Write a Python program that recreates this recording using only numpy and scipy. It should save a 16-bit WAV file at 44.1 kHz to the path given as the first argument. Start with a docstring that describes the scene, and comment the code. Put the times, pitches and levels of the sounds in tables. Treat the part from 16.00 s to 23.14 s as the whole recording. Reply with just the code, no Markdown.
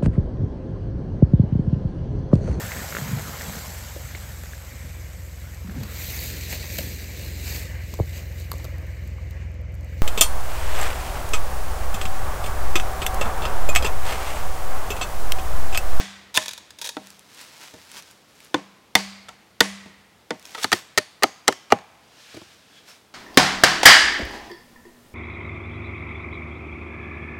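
"""A heavy knife chops a length off a green bamboo pole lying on a log in a quiet forest.
Fibres crack as the blade is wrenched out of the split. Two hard chops make the air in the hollow pole
hum, the piece comes off, and quick strokes trim its rim. The trees echo, dry leaves and sleeves
rustle, and the blade sings faintly as it slides onto the ground.
The hardest blows overload the microphone."""
import sys
import numpy as np
from scipy import signal
from scipy.fft import rfft, irfft, next_fast_len
from scipy.io import wavfile

SR = 44100
rng = np.random.default_rng(int(sys.argv[2]) if len(sys.argv) > 2 else 0)


def master_out(mix):
    """Clip the mix to full scale and print it as 16-bit PCM to the path in sys.argv[1]."""
    frames = np.transpose(np.atleast_2d(mix))
    ceiling = np.clip(frames, -1, 1)
    pcm = np.round(ceiling * 32767).astype(np.int16)
    wavfile.write(sys.argv[1], SR, pcm)


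N = 314874
LEAD = SR // 10   # extra samples, so a blow can land just before the start
LENGTH = LEAD + N
TIME = (np.arange(LENGTH) - LEAD) / SR   # seconds in the scene
AGE = np.arange(SR + SR // 4) / SR   # seconds since a blow
PIECE_FROM_S = 4.6   # from here on the knife works on the short piece, close by

# The edge cuts through the cane. Each row: start in seconds, strength in dB, tilt towards the treble
# in dB per octave, crushing time in seconds, low note in Hz, high note in Hz, hum of the air inside
# in dB against the strength, then two notes of blade and cane in Hz that colour the echo.
CUTS = [(-0.04, -15, -0.58, 0.003, 730, 1920, -21.5, 1570, 3430),
        (.3738, -21.5, 1.24, 0.0013, 1022, 1760, -29, 1800, 9500),
        (2.9528, -15.5, 0.014, 0.0022, 760, 2120, -16.5, 4400, 4730),
        (3.6052, -15, -.7, 0.0033, 471, 1895, -15.5, 2000, 9760),
        (4.6433, -25, -1.3, 0.00032, 864, 1240, -28.5, 1010, 3500),
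        (4.7272, -19, -1.4, 0.0062, 368, 1860, -39, 8000, 11900),
        (4.9755, -19, -.2, 0.01, 602, 1840, 1.5, 4490, 9500),
        (5.2335, -21, 1.2, 0.0019, 758, 1903, -33, 4800, 6340),
        (5.4795, -20, 1.3, 0.0027, 378, 2090, -6, 3100, 5440)]
# The next four have the same columns, without the last two notes.
BITES = [(3.285, -45, 0, 0.0079, 740, 1330, -7), (4.548, -38.5, 0, 0.0064, 906, 1320, -35),
         (4.578, -41, -0.94, 0.011, 444, 1240, -26.5), (4.718, -26.5, 0, 0.0017, 716, 1720, -35),
         (5.2235, -26.5, -3.3, 0.015, 644, 1200, -37), (5.4745, -33, -0.36, 0.015, 463, 1190, -22.5),
         (5.524, -39, 1, 0.0023, 650, 1780, -26), (5.703, -39, -2, 0.018, 655, 1216, -22),
         (5.787, -52.5, -0.34, .0016, 670, 1720, -17)]   # the edge grinds in the cut without going through
LANDINGS = [(5.2384, -26, -0.32, 0.0019, 764, 1290, -4), (5.485, -27, -0.62, 0.00048, 400, 1366, -12),
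            (5.7215, -20.5, -1.1, 0.0021, 810, 2370, -5)]   # a trimming stroke drives the piece onto the log
KNOCKS = [(.968, -40.5, -.7, 0.00099, 788, 1350, -7), (2.5432, -26, .4, .002, 502, 1040, -19),
          (4.3064, -33, 1, .00033, 468, 2020, -24)]   # the pole knocks on the log
BUMPS = [(1.738, -48, 0.59, 0.0055, 100, 1770, -16), (3.858, -53, -1.4, 0.0046, 885, 2680, -11),
         (6.342, -47.5, 0, .009, 362, 1230, -30.5), (6.367, -45.5, -0.84, 0.0061, 315, 2280, -20),
         (6.415, -52, -1, .0037, 342, 1110, 2)]   # the cane bumps softly as it is shifted and turned
# The edges, in Hz, of five pitch bands: thud, hollow, knock, crack and snap.
BAND_EDGES = [180, 350, 1000, 2600, 7500, 17000]
# The tone of each kind of blow. Each lists the five bands, the ground thump and the echo,
# all in dB against the blow's strength.
CUT_TONE = (-14, -9.5, 0, -1, -13.5, -22, -12.5)
BITE_TONE = (-22, -5, 0, -4, -22.5, -23.5, -8)
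LANDING_TONE = (-5.5, 7.5, 1.5, -6.5, -18.5, -14.5, -13)
KNOCK_TONE = (4, 1.5, 0.5, -6.5, -32.5, -21.5, -13.5)
BUMP_TONE = (0.5, -4, -11, -6.5, -21, -5, -3.5)

# The notes of the bamboo walls, the air inside them and the steel blade.
# Each row: pitch in Hz, level in dB, seconds to fade by 60 dB (called t60).
POLE_WALL = [(168, -19, 0.23), (290, -13, .13), (471.6, -9, 0.12), (522, -10.5, 0.095), (627, -7.5, 0.15),
             (759, -16, 0.15), (906, -7.5, 0.11), (1052, -9.5, 0.016), (1466, -1.5, 0.042),
             (1807, -5.5, 0.048), (1926, 0.5, 0.036), (1973, 2.5, 0.023), (3215, 0.5, 0.021),
             (3550, 9.5, 0.027), (4320, -1, 0.031), (4700, -2.5, 0.028), (5250, 2, 0.015), (5830, 0, 0.012),
             (9190, 3, 0.013), (10100, -2.5, 0.0166)]
PIECE_WALL = [(294, -10, 0.032), (380.4, -4.5, 0.031), (456, -6, 0.034), (648, -6.5, 0.03), (812, -2, 0.02),
              (921, -10.5, 0.0398), (1250, -5.5, 0.034), (1458, -2, 0.017), (1850, 4.5, 0.013),
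              (2080, 2, 0.012), (2325, -2, 0.0096), (2850, -3, 0.029), (3240, -2.5, 0.023),
              (4050, -0.5, 0.028), (4610, 4.5, 0.018), (5260, -1.5, 0.0142), (5650, -6, 0.018),
              (6280, 2.5, 0.006), (7560, -1, 0.015), (9220, -18.5, 0.0268)]
POLE_AIR = [(197, 2, .72), (318, -8, .27), (400, -11, .25), (468, -8, .22), (597, -16, .5), (641, -16, .6),
            (1093, -20, .6)]
PIECE_AIR = [(609, 6, .09), (1846, -20, .1)]
BLADE_NOTES = [(1985, -5, .5), (2073, -5, .5), (3332, -6, .5), (3560, -7, .5), (4300, -4, .35),
               (4480, -4, .45), (4640, -4, .45), (5340, -6, .4), (6130, -4, .35), (6540, -5, .4),
               (6770, -5, .35), (7640, -9, .3), (9460, -12, .3), (11900, -13, .25)]
# How long a wash of sound lasts. Each row: pitch in Hz, t60 in seconds.
CANE_T60 = [(80, 0.23), (300, 0.076), (700, .065), (1500, 0.039), (4000, 0.028), (15000, 0.0049)]   # the many small notes of cane and log
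TREES_T60 = [(80, 3.6), (260, 0.61), (700, 1.53), (1840, 1.19), (4850, 0.75), (12800, .55)]   # the echo among the trees
# The tone of the echo, still air, dry leaves and cloth. Each row: pitch in Hz, level in dB.
TREES_SPECTRUM = [(70, 0.5), (150, -9), (350, -18), (700, -7.5), (1500, -8), (4000, 0), (8000, 1),
                  (15000, -4.5)]
AIR_SPECTRUM = [(15, -60), (25, -35), (64, -10.5), (179, -4.5), (298, -6.5), (323, -4), (370, -8.5),
                (447, -7), (570, -8.5), (746, -9), (1000, -11), (2310, -15.5), (3460, -16), (15700, -30.5)]
LEAF_SPECTRUM = [(120, -24.5), (200, -7.5), (346, -11), (472, -7), (800, -7), (926, -2), (1070, -4.5),
                 (1600, -2.5), (5440, -4.5), (15700, -19)]
CLOTH_SPECTRUM = [(290, -37.5), (500, -9.5), (805, -8.5), (903, -13), (1730, -1), (2020, -6.5), (2480, -2),
                  (5390, -5.5), (15700, -26.5)]

# The split runs on, one bundle of fibres after another. 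Each row: start in seconds,
# length in seconds, first level in dB, last level in dB, seconds between bundles.
RIPS = [(.3415, .031, -16, -2, 0.0063), (.416, .026, -21, -22, 0.0097), (0.8414, .034, -15.5, -14.5, .0095),
        (4.629, .008, -13.5, -9, 0.0048)]
# Single bundles snap. Each row: start in seconds, level in dB, fraying time in seconds.
TEARS = [(.4585, -15, .0041), (.481, -11.5, 0.002), (.489, -14.5, 0.0036), (0.51, -20, .0046),
         (.533, -17, 0.0035), (0.577, -22.5, 0.0052), (.705, -25.5, 0.0034), (.7862, -23.5, 0.0062),
         (.814, -13.5, 0.011), (.89, -11.5, 0.0044), (4.4531, -22, 0.0019)]
# The notes of the split cane. Each row: pitch in Hz, width in Hz, level in dB.
SPLIT_NOTES = [(559, 120, -8), (930, 56, -1.5), (1410, 1000, -11.5), (1720, 200, -3), (2460, 230, -6.5),
               (3410, 280, -0.5), (3860, 230, -0.5), (4440, 220, -4), (5030, 220, -4), (5580, 210, -4),
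               (6340, 500, -4.5), (6710, 420, -2.5), (8050, 2200, -12.5), (10330, 690, -10),
               (13200, 3600, -19)]
# The loudest snaps of dry leaves and chips. Each row: start in seconds, level in dB.
LEAF_SNAPS = [(1.071, -26.5), (1.104, -25), (1.194, -24.5), (1.414, -23.5), (1.9163, -24.5), (2.112, -28.5),
              (2.404, -31), (2.447, -29), (3.29, -26), (4.427, -33)]
# The pole drags over leaves, or the edge scrapes the rim. Each row: peak time in seconds,
# level in dB, seconds to rise 20 dB, seconds to fall 20 dB (a minus sign there is ignored).
DRAGS = [(1.09, -50.5, 0.4, .25), (1.41, -43.5, .2, 0.27), (1.645, -42, 0.18, 0.12),
         (1.82, -50.5, 0.3, 0.32), (1.985, -38, .12, 0.04), (2.11, -52, 0.6, 0.13), (2.44, -53, 0.4, -0.28),
         (4.52, -46.5, 0.2, -0.3), (4.63, -33, 0.09, 0.0458), (4.75, -33.5, 0.0458, -0.08),
         (6.89, -47.5, 0.05, 0.15)]
# Sleeves and hands slide. 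The columns are those of a drag.
SLEEVE_MOVES = [(6.21, -51.5, 0.15, 0.33), (6.34, -47.5, 0.38, 0.41), (6.52, -54.5, 0.16, 0.17),
                (6.78, -53, 0.32, .15), (6.91, -50, 0.11, 0.12)]
# The blade slides onto the ground. Each row: the columns of a drag, then its note in Hz.
BLADE_SLIDES = [(6.785, -53, 0.084, .05, 3340), (6.9, -53.5, .05, 0.091, 5400)]


def from_db(db):
    """Turn decibels into a gain."""
    return 10 ** (np.asarray(db) / 20)


def rms_one(x):
    """Scale a sound to an average (rms) level of 1."""
    return x / np.sqrt(np.mean(x ** 2) + 1e-20)


def energy_one(x):
    """Scale a sound to a total energy of 1."""
    return x / np.linalg.norm(x)


def at_hz(points, hz):
    """Look up a pitch in a table, blending between its rows."""
    pitches, values = np.transpose(points)
    return np.interp(np.log(hz), np.log(pitches), values)


def fade(t60):
    """Die away by 60 dB every t60 seconds."""
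    return np.exp(-np.log(1000) * AGE / t60)


def band(x, low, high):
    """Keep the pitches between low and high, in Hz."""
    return signal.sosfilt(signal.butter(2, [low, high], "band", fs=SR, output="sos"), x + 1e-18)


def colour(x, spectrum):
    """Give a sound the tone of a spectrum table, at an average level of 1."""
    size = next_fast_len(len(x))
    hz = np.maximum(np.arange(size // 2 + 1) * SR / size, 1)
    shaped = rfft(x, size) * from_db(at_hz(spectrum, hz))
    return rms_one(irfft(shaped, size)[:len(x)])


def resonance(x, hz, width):
    """Let a sound ring at one pitch; a narrower width rings longer."""
    r = np.exp(-np.pi * width / SR)
    feedback = [1, -2 * r * np.cos(2 * np.pi * hz / SR), r * r]
    return (1 - r * r) / 2 * signal.lfilter([1, 0, -1], feedback, x + 1e-18)


def add(track, start_s, sound):
    """Mix a sound into a track at a given time."""
    start = max(LEAD + round(start_s * SR), 0)
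    track[start:start + len(sound)] += sound[:LENGTH - start]


def ring(notes, spread_db):
    """A struck thing rings with fading notes; random levels stand for where the blow lands."""
    return sum(from_db(db + spread_db * rng.normal()) * (-1) ** k
               * np.sin(2 * np.pi * hz * AGE) * fade(t60) for k, (hz, db, t60) in enumerate(notes))


def dying_noise(t60s, hold_s=0):
    """Countless notes blur into noise that holds, then fades at its own speed in each band."""
    edges = np.geomspace(50, 18000, 10)
    fading_s = np.maximum(AGE - hold_s, 0)
    return sum(band(rng.standard_normal(len(AGE)), low, high)
               * np.exp(-np.log(1000) * fading_s / at_hz(t60s, np.sqrt(low * high)))
               for low, high in zip(edges, edges[1:]))


def fracture(hold_s, release_s):
    """Fibres give way in a burst of noise that holds, then dies quickly."""
    t = AGE[:SR // 25]
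    envelope = np.exp(-np.maximum(t - hold_s, 0) / release_s)
    return energy_one(rng.standard_normal(len(t)) * envelope)


def struck_cane(wall, crush_s, low_hz, high_hz, grit, wash_db, low_db, high_db, crunch_db):
    """A push and breaking fibres make the wall ring, over the raw crunch of the contact."""
    span = SR // 4
    force = grit * np.sqrt(crush_s / 0.0031) * fracture(crush_s, release_s=0.00095)
    force[0] += 1   # the sharp first push
    sound = energy_one(signal.fftconvolve(ring(wall, spread_db=3.5)[:span], force)[:span])
    sound += from_db(wash_db) * energy_one(dying_noise(CANE_T60, hold_s=crush_s)[:span])
    # the two notes nearest the cut swell for as long as the edge presses
    press = np.exp(-(AGE[:len(force)] / crush_s) ** 2)
    for hz, db, t60 in (low_hz, low_db, 0.055), (high_hz, high_db, 0.022):
        swell = signal.fftconvolve(fade(t60)[:span], press)[:span]
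        sound += from_db(db) * energy_one(swell * np.sin(2 * np.pi * hz * AGE[:span]))
    sound[:len(force)] += from_db(crunch_db) * fracture(crush_s, release_s=0.001)
    return sound


def ground_thump(hz, t60):
    """The log is driven against the earth and gives one low, short note."""
    sound = band(np.sin(2 * np.pi * hz * AGE) * fade(t60), 76, 220)
    return sound / np.std(sound[:SR // 40])


def balance(sound, bands_db):
    """Set how loud each band, from thud to snap, is in the first 25 ms of a blow."""
    parts = [band(sound, low, high) for low, high in zip(BAND_EDGES, BAND_EDGES[1:])]
    return sum((-1) ** k * from_db(db) * part / np.std(part[:SR // 40])
               for k, (db, part) in enumerate(zip(bands_db, parts)))


def list_blows(on_piece):
    """List the blows on the pole or on the piece, with levels set by kind, strength and tilt."""
    centres = np.sqrt(np.multiply(BAND_EDGES[:-1], BAND_EDGES[1:]))
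    octaves = np.log2(centres / centres[2])   # counted from the knock band
    closer_db = 8 if on_piece else 0   # close by, the trees answer less
    kinds = [(CUTS, CUT_TONE), (BITES, BITE_TONE), (LANDINGS, LANDING_TONE),
             (KNOCKS, KNOCK_TONE), (BUMPS, BUMP_TONE)]
    for rows, (*tone_db, thump_db, echo_db) in kinds:
        for start_s, db, tilt, crush_s, low_hz, high_hz, hum_db, *extra_hz in rows:
            if (start_s > PIECE_FROM_S) == on_piece:
                bands_db = db + np.array(tone_db) + tilt * octaves
                notes = (low_hz, high_hz, *extra_hz)
                yield start_s, crush_s, notes, bands_db, db + thump_db, db + hum_db, echo_db - closer_db


def bamboo_blows(blows, wall, air, thump_hz, thump_t60, **contact):
    """Each blow sounds wall, inner air, ground and blade; gives the direct sound and the trees' share."""
    direct, to_trees = np.zeros((2, LENGTH))
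    hum = ring(air, spread_db=4.5)
    thump = ground_thump(thump_hz, thump_t60)
    click = signal.unit_impulse(len(AGE))
    for start_s, crush_s, notes, bands_db, thump_db, hum_db, echo_db in blows:
        steel = from_db(bands_db[-2] - 28) * ring(BLADE_NOTES, spread_db=3)   # follows the crack band
        cane = struck_cane(wall, crush_s, *notes[:2], **contact)
        ground = from_db(thump_db) * thump
        add(direct, start_s, balance(cane, bands_db))
        add(direct, start_s, from_db(hum_db) * hum + ground + steel)
        # heard from all sides, the ringing blurs into a click; only the blow's own notes stand out
        low, high, *extra = [resonance(click, hz, width=0.066 * hz) for hz in notes]
        extra_db = 5 if start_s > PIECE_FROM_S else -1
        blurred = click + low + high + from_db(extra_db) * sum(extra)
        add(to_trees, start_s, from_db(echo_db) * (balance(blurred, bands_db) + ground))
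    return np.array([direct, to_trees])


def forest_echo(x, near_db, near_t60, far_db, build_up_s):
    """Ground and nearby trunks answer at once; trees further off give a long, soft wash."""
    far = colour(dying_noise(TREES_T60), TREES_SPECTRUM) * (1 - np.exp(-AGE / build_up_s))
    bounces = rng.standard_normal(len(AGE)) * (rng.random(len(AGE)) < 0.1)
    near = band(bounces, 380, 12000) * fade(near_t60) * (AGE > 0.005)
    response = from_db(far_db) * energy_one(far) + from_db(near_db) * energy_one(near)
    return signal.fftconvolve(x, response)[:LENGTH]


def still_air(level_db):
    """The forest air is a faint, steady hush."""
    return from_db(level_db) * colour(rng.standard_normal(LENGTH), AIR_SPECTRUM)


def running_splits(fray_s, jitter_s):
    """A running split gives way in nearly even steps; gives rows like those of TEARS."""
    return [(start_s + t + jitter_s * rng.normal(), first_db + (last_db - first_db) * t / span_s, fray_s)
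            for start_s, span_s, first_db, last_db, step_s in RIPS for t in np.arange(0, span_s, step_s)]


def tearing_fibres(gain_db):
    """Bundles of fibres snap and fray in short bursts that ring in the split cane."""
    bursts = np.zeros(LENGTH)
    for start_s, db, fray_s in TEARS + running_splits(fray_s=0.0061, jitter_s=0.001):
        burst = fracture(0.0008, release_s=fray_s)
        add(bursts, start_s, from_db(db + gain_db) * burst / np.std(burst[:SR // 400]))
    return sum((-1) ** k * from_db(db) * resonance(bursts, hz, width)
               for k, (hz, width, db) in enumerate(SPLIT_NOTES))


def swells(moves):
    """Loudness over time of movements that each speed up to a peak and die away."""
    power = 0
    for peak_s, db, rise_s, fall_s in moves:
        drop_db = 20 * np.maximum((peak_s - TIME) / abs(rise_s), (TIME - peak_s) / abs(fall_s))
        power += from_db(db - drop_db) ** 2
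    return np.sqrt(power)


def dry_leaves(grains_per_s, size_db, hiss, snaps_per_s, snap_gain_db):
    """Stirred leaves crackle in countless tiny grains, with a few single snaps."""
    drag = swells(DRAGS)
    sizes = from_db(size_db * np.minimum(rng.exponential(1, LENGTH), 4)) * rng.choice([-1, 1], LENGTH)
    grains = rms_one(sizes * (rng.random(LENGTH) < grains_per_s / SR))
    stirring = np.minimum(drag / from_db(-49), 1) ** 2   # harder drags snap more leaves, up to a limit
    breaks = rng.random(LENGTH) < snaps_per_s / SR * stirring
    break_db = rng.normal(-34.5, 3, LENGTH)
    rustle = drag * colour(grains + hiss * rng.standard_normal(LENGTH), LEAF_SPECTRUM)
    snaps = np.zeros(LENGTH)
    for start_s, db in LEAF_SNAPS + list(zip(TIME[breaks], break_db[breaks])):
        snap = fracture(0.00021, release_s=0.00054)
        add(snaps, start_s, from_db(db + snap_gain_db) * snap / np.abs(snap).max())
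    return rustle + band(snaps, 2000, 11000)


def sleeves():
    """Sleeves and hands rub with a soft swish as the piece is turned."""
    return swells(SLEEVE_MOVES) * colour(rng.standard_normal(LENGTH), CLOTH_SPECTRUM)


def sliding_blade():
    """Rubbing keeps one note of the blade singing during each slide."""
    return sum(swells([move]) * rms_one(resonance(rng.standard_normal(LENGTH), hz, width=130))
               for *move, hz in BLADE_SLIDES)


def scene():
    """Mix the work on the bamboo, the small rustles and the forest into one channel."""
    pole = bamboo_blows(list_blows(on_piece=False), POLE_WALL, POLE_AIR, thump_hz=97, thump_t60=0.035,
                        grit=0.75, wash_db=-2.5, low_db=-9.5, high_db=-6.5, crunch_db=2.5)
    piece = bamboo_blows(list_blows(on_piece=True), PIECE_WALL, PIECE_AIR, thump_hz=109.3,
                         thump_t60=0.078, grit=0.97, wash_db=-3, low_db=-13, high_db=-7.5, crunch_db=2)
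    direct, to_trees = pole + piece
    fibres = tearing_fibres(gain_db=-1.5)
    leaves = dry_leaves(grains_per_s=2700, size_db=4, hiss=0.65, snaps_per_s=14, snap_gain_db=1)
    cloth = sleeves()
    to_trees += from_db(-10.5) * fibres + from_db(-12.5) * leaves
    echo = forest_echo(to_trees, near_db=-4.5, near_t60=0.21, far_db=-8.5, build_up_s=0.014)
    air = still_air(level_db=-57)
    return (direct + fibres + leaves + cloth + echo + air + sliding_blade())[None, LEAD:]


def record(dry):
    """The hardest blows overload the microphone, and the highest treble is cut off."""
    clipped = np.clip(dry, -1, 1)
    treble_cut = signal.ellip(10, 0.1, 80, 15900, fs=SR, output="sos")
    return signal.sosfilt(treble_cut, clipped)


dry = scene()
out = record(dry)
master_out(out)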